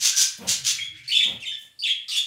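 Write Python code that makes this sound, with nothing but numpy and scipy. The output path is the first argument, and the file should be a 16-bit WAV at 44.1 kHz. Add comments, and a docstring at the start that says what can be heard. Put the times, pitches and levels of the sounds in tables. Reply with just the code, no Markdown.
"""Quail protesting in the hand

A quail is held above the floor of a small, echoing tiled room, over a low rumble and faint hiss.
Four hissing rustles come early, with fainter ones between and after; dull bumps and faint rings are scattered through.
The bird's hoarse chirps are short gliding tones, many rough, that jump between high and low registers.
Shaken membrane tones make the voice, shaped noise the rest; noise echoes make the room."""
import sys
import numpy as np
from scipy import signal
from scipy.fft import rfft, irfft, next_fast_len
from scipy.io import wavfile

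SR = 44100
rng = np.random.default_rng(int(sys.argv[2]) if len(sys.argv) > 2 else 0)


def store_wav(level_fs):
    """Save 16-bit WAV to argv[1]."""
    pcm = np.round(np.clip(np.atleast_2d(level_fs), -1, 1) * 32767)
    wavfile.write(sys.argv[1], SR, pcm.T.astype(np.int16))


N = 99930
T = np.arange(N) / SR  # seconds


def undb(db):
    """Decibels to gain."""
    return 10 ** (np.asarray(db) / 20)


def unit(x):
    """Scale to rms 1."""
    return x / np.sqrt(np.mean(x ** 2))


def bins(size):
    """Frequencies in Hz of a real spectrum, the lowest raised to 1 Hz so that its logarithm exists."""
    return np.maximum(np.fft.rfftfreq(size, 1 / SR), 1)


def on_log(points, hz):
    """Read (Hz, value) points on a log-frequency axis."""
    point_hz, values = np.array(points).T
    return np.interp(np.log(hz), np.log(point_hz), values)


def noise(gain):
    """Noise of rms 1, white noise weighted in frequency by gain(Hz)."""
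    size = next_fast_len(N, real=True)
    spectrum = rfft(rng.standard_normal(size)) * gain(bins(size))
    return unit(irfft(spectrum, size)[:N])


def coloured(points, tilt_db=0):
    """Noise of rms 1 with a (Hz, dB) spectrum, tilted in dB per octave above its third point."""
    def gain(hz):
        octaves = np.log2(np.maximum(hz, points[2][0]))
        return undb(on_log(points, hz) + tilt_db * octaves)
    return noise(gain)


def flutter(rate_hz):
    """Random wavering of rms 1, falling away steeply above a given rate."""
    return noise(lambda hz: 1 / (1 + (hz / rate_hz) ** 4))


def swell(start, rise, hold, release):
    """Straight-line attack, hold and release, all in seconds."""
    corners = start + np.cumsum([0, rise, hold, release])
    return np.interp(T, corners, [0, 1, 1, 0])


def rustles():
    """Feathers brush past the hand in short strokes of unsteady hiss, coloured by whistling resonances."""
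    # Strokes. Each row: start, rise, hold and release in seconds, hiss level in dB before the low cut,
    # whistle in dB against the hiss, treble tilt in dB per octave, low edge in Hz.
    strokes = [(-.005, 0.061, 0.0091, 0.05, -17.5, -4.5, 0.5, 696),
               (0.148, 0.035, 0.039, 0.05, -19, 0.5, 2, 570),
               (0.468, 0.022, 0.034, 0.028, -19.5, -10.5, 0.5, 844),
               (0.637, 0.028, 0.042, 0.022, -20.5, -7.5, -0.5, 1060),
               (0.369, 0.0066, 0.008, 0.018, -42.5, -12, 12, 587),
               (0.929, 0.022, 0.022, 0.032, -46.5, -20, -18, 1600),
               (1.029, 0.015, .01, 0.06, -44, -34, -12, 1700), (1.57, 0.02, .03, 0.078, -51, -22, 14, 400)]
    # Spectrum of the hiss. Each row: frequency in Hz, relative level in dB.
    hiss_spectrum = [(100, -50), (600, -30.5), (1100, -22), (1600, -14), (2100, -11), (3200, -1),
                     (5500, -0.5), (7000, 1), (8000, -7), (10000, -10), (12000, -17.5), (15500, -20.5)]
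    # Whistling resonances. Each row: centre in Hz, width in Hz at half gain, peak in dB.
    resonances = [(4950, 130, -10.5), (6030, 890, -9), (1570, 33, -18.5)]

    def whistle_gain(hz):
        return sum(undb(db) / (1 + (2 * (hz - centre) / width) ** 2) for centre, width, db in resonances)

    out = np.zeros(N)
    for start, rise, hold, release, db, whistle_db, tilt_db, edge_hz in strokes:
        hiss = coloured(hiss_spectrum, tilt_db) + undb(whistle_db) * noise(whistle_gain)
        unsteady_db = 2.6 * flutter(rate_hz=300)
        stroke = undb(db + unsteady_db) * hiss
        low_cut = signal.butter(10, edge_hz, "high", fs=SR, output="sos")
        out += swell(start, rise, hold, release) * signal.sosfilt(low_cut, stroke)
    return out


def low_rumble():
    """Low noise under the room sound, its level drifting throughout."""
    # Course of the level. Each row: time in seconds, level in dB.
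    level_course = [(0.0, -53), (0.06, -67), (0.25, -85.5), (0.5, -44), (0.55, -49), (0.58, -49),
                    (0.8, -60), (0.82, -55.5), (1.11, -62.5), (1.16, -61), (1.26, -64), (1.32, -48.5),
                    (1.57, -72), (2.26, -79)]
    # Spectrum of the rumble. Each row: frequency in Hz, relative level in dB.
    rumble_spectrum = [(25, -18), (55, -11), (75, -0.5), (130, 5.5), (180, -7.5), (300, -19.5), (700, -55)]
    level_db = np.interp(T, *np.array(level_course).T)
    return undb(level_db) * coloured(rumble_spectrum)


def faint_hiss():
    """Steady broad noise at the bottom of the sound."""
    # Spectrum of the hiss. Each row: frequency in Hz, relative level in dB.
    floor_spectrum = [(25, -20), (100, -1.5), (300, -3), (700, -7.5), (1300, -8), (1900, -19), (2800, -1),
                      (5000, -5.5), (6000, -13.5), (7200, -4.5), (10000, -8), (15500, -18)]
    return undb(-66) * coloured(floor_spectrum)


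def rings():
    """Faint narrow bands of noise, heard as tones of steady pitch that swell and fade."""
    # Rings. Each row: start, rise, hold and release in seconds, pitch in Hz, level in dB before the room.
    faint_tones = [(0.112, 0.021, .02, .02, 1570, -37.5), (0.873, 0.049, .04, 0.063, 316, -67),
                   (1.115, .06, 0.059, .03, 301, -56.5), (2.078, 0.013, 0.07, 0.016, 1236, -57.5)]
    width = 0.11  # share of the pitch, between the 1/e points
    out = np.zeros(N)
    for *shape, pitch, db in faint_tones:
        band = noise(lambda hz: np.exp(-(2 * (hz / pitch - 1) / width) ** 2))
        out += swell(*shape) * undb(db) * band
    return out


def bumps():
    """Dull scuffs as the grip shifts: swells of mostly low noise."""
    # Scuffs. Each row: start, rise, hold and release in seconds, level in dB before the room.
    scuffs = [(0.377, 0.047, 0.037, 0.049, -37.5), (1.145, 0.034, .04, .03, -60),
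              (1.24, 0.037, 0.032, 0.08, -41.5), (1.597, .03, .03, .04, -66.5)]
    # Spectrum of a scuff. Each row: frequency in Hz, relative level in dB.
    scuff_spectrum = [(40, -37.5), (110, -21), (175, 2.5), (245, -0.5), (340, -13.5), (490, -3),
                      (800, -11.5), (1500, -19), (2500, -15), (6000, -31)]
    return sum(swell(*shape) * undb(db) * coloured(scuff_spectrum) for *shape, db in scuffs)


def syrinx(pitch, rough, bright_db, rasp_db):
    """A membrane tone shakes with roughness in pitch and strength; its overtones ring the throat and air rasps."""
    # Overtones. Each row: multiple of the pitch, level in dB against the fundamental before the lifts.
    overtones = [(2, -19.5), (3, -24), (4, -29)]
    # Spectrum of the breathy rasp. Each row: frequency in Hz, relative level in dB.
    rasp_spectrum = [(1200, -8), (1900, -12.5), (3200, -14), (4300, 0), (7500, -12), (9500, -12),
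                     (15000, -18)]
    throat_hz, throat_width_hz, throat_db = 3400, 350, 12  # lifts overtones near it; width is half lift to centre
    # depths at full roughness: shares of the pitch, then of log strength
    jitter, jitter_hz, wobble, wobble_hz = .1, 544, .055, 130
    shimmer, shimmer_hz = 0.36, 400
    hoarse_db, hoarse_spread_hz = -5, 460  # turbulence around the pitch, at full roughness

    unsteady = jitter * flutter(jitter_hz) + wobble * flutter(wobble_hz)
    phase = 2 * np.pi * np.cumsum(pitch * (1 + rough * unsteady)) / SR
    tone = np.sin(phase)
    for k, db in overtones:
        lift_db = throat_db / (1 + ((k * pitch - throat_hz) / throat_width_hz) ** 2)
        audible = k * pitch < SR / 2  # no aliases
        tone = tone + undb(db + bright_db + lift_db) * np.sin(k * phase) * audible

    depth = shimmer * rough
    shake = np.exp(depth * flutter(shimmer_hz) - depth ** 2)  # the square holds the mean power
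    hoarse = noise(lambda hz: np.exp(-((hz - np.mean(pitch)) / hoarse_spread_hz) ** 2 / 2))
    voice = np.sqrt(2) * tone * shake
    rasp = undb(rasp_db) * coloured(rasp_spectrum)
    return voice + rasp + undb(hoarse_db) * rough * hoarse


def quail():
    """Short gliding notes in register jumps leave by the beak; the two sides of the syrinx may overlap."""
    # Notes of the chirps. Each row: start in seconds, length in seconds between the edges, first and last
    # pitch in Hz, level of the fundamental in dB before beak and room, roughness from 0 to 1,
    # lift of the overtones in dB, breathy rasp in dB against the fundamental.
    notes = [ (0.782, 0.017, 2462, 2120, -26.5, 0.54, -22, -21),
             (0.801, 0.055, 3225, 3356, -31, 0.1, 3, -16), (0.962, 0.046, 2184, 2254, -44.5, 0.5, -12, -7),
             (1.076, 0.033, 4396, 4480, -25, 0.22, 1, -14), (1.09, 0.028, 2370, 2402, -31.5, 0.65, -5, -9),
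             (1.114, 0.031, 3027, 3043, -21, 0.33, -0.5, -30),
             (1.119, 0.018, 3750, 3400, -24, .4, 6.5, -14), (1.143, .035, 2638, 2657, -25, 0.26, 9, -24),
             (1.149, 0.0408, 3452, 3473, -17, 0.3, 0.5, -17.5),
             (1.199, 0.019, 2480, 2044, -24.5, .5, -8, -10.5),
             (1.226, 0.018, 3785, 3150, -17.5, .5, 3, -21.5),
             (1.401, 0.034, 3360, 2840, -43.5, 0.37, 11, -6), (1.422, .03, 2837, 2077, -32.5, 0.34, 4, -28),
             (1.454, 0.027, 3615, 3607, -31.5, 0.31, 4.5, -21),
             (1.464, 0.036, 3151, 3075, -29.5, 0.24, 2.5, -26),
             (1.513, 0.038, 1771, 1750, -38, 0.22, 11.5, -12),
             (1.789, 0.038, 4680, 4655, -30, .3, 0.5, -21.5),
             (1.823, 0.036, 2890, 3157, -32, 0.22, -10, -37), (1.835, 0.0125, 3646, 3234, -23, 0.5, 2, -25),
             (1.851, 0.013, 2756, 2607, -22.5, 0.33, 0.5, -38),
             (1.867, 0.032, 3588, 3332, -23.5, 0.52, 3, -17),
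             (1.869, 0.021, 2616, 2014, -30, 0.88, -1, -16),
             (1.892, 0.026, 3250, 3281, -21, 0.29, -4.5, -20), (2.08, 0.034, 4650, 4950, -31, 0.58, -8, -4),
             (2.087, 0.077, 3934, 3270, -31.5, 0.85, -9, -1), (2.113, 0.053, 2864, 2787, -30, 0.42, 15, -5),
             (2.162, 0.025, 3440, 3403, -21.5, 0.33, 11.5, -4)]
    # Response of the beak. Each row: frequency in Hz, gain in dB.
    beak_response = [(700, -41), (1400, -24.5), (1800, -7), (2700, 1), (3600, 1), (4100, -3.5), (4700, -3),
                     (5250, -0.5), (5900, -3), (7100, -1.5), (8300, 1), (9500, -7), (12000, -9.5),
                     (15500, -9.5)]
    edge = 0.0031  # attack and release of a note, seconds
    out = np.zeros(N)
    for start, length, first_hz, last_hz, db, rough, bright_db, rasp_db in notes:
        pitch = np.interp(T, [start, start + length + edge], [first_hz, last_hz])
        voice = syrinx(pitch, rough, bright_db, rasp_db)
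        out += swell(start, edge, length, edge) * undb(db) * voice
    return irfft(rfft(out) * undb(on_log(beak_response, bins(N))), N)


def room(x):
    """Tiles return a burst of early echoes and a dense tail whose bands die away at their own rates."""
    # Reverberation. Each row: frequency in Hz, time in seconds to fall by 60 dB.
    decay_times = [(100, 0.25), (400, 0.35), (1500, 0.58), (3200, 0.41), (6000, 0.28), (10000, 0.28),
                   (15000, 0.15)]
    direct_db, tail_db, early_db = -3.5, -5, -9.5
    early_decay, first_echo = 0.047, 0.0033  # seconds: fall to 1/e, silence ahead of the echoes

    t = T[:SR]
    hz = bins(SR)
    echoes, tail = rfft(rng.standard_normal(SR)), 0
    for k, (_, t60) in enumerate(decay_times):
        # each band overlaps its neighbours; together they add up to one
        share = on_log([(f, j == k) for j, (f, _) in enumerate(decay_times)], hz)
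        tail = tail + irfft(echoes * share, SR) * np.exp(-np.log(1000) * t / t60)
    early = rng.standard_normal(SR) * np.exp(-t / early_decay)
    response = undb(tail_db) * unit(tail) + undb(early_db) * unit(early)
    response = response * (t > first_echo) / np.sqrt(SR)
    return undb(direct_db) * x + signal.fftconvolve(x, response)[:N]


def scene():
    """Bird and handling sound in the room, over a low rumble and faint hiss."""
    in_room = room(rustles() + rings() + bumps() + quail())
    return (in_room + low_rumble() + faint_hiss())[None]


def record(dry):
    """The recorder cuts the top steeply above 15650 Hz."""
    top_cut = signal.ellip(10, .2, 80, 15650, fs=SR, output="sos")  # 0.2 dB ripple, 80 dB stop
    return signal.sosfilt(top_cut, dry)


dry = scene()
out = record(dry)
store_wav(out)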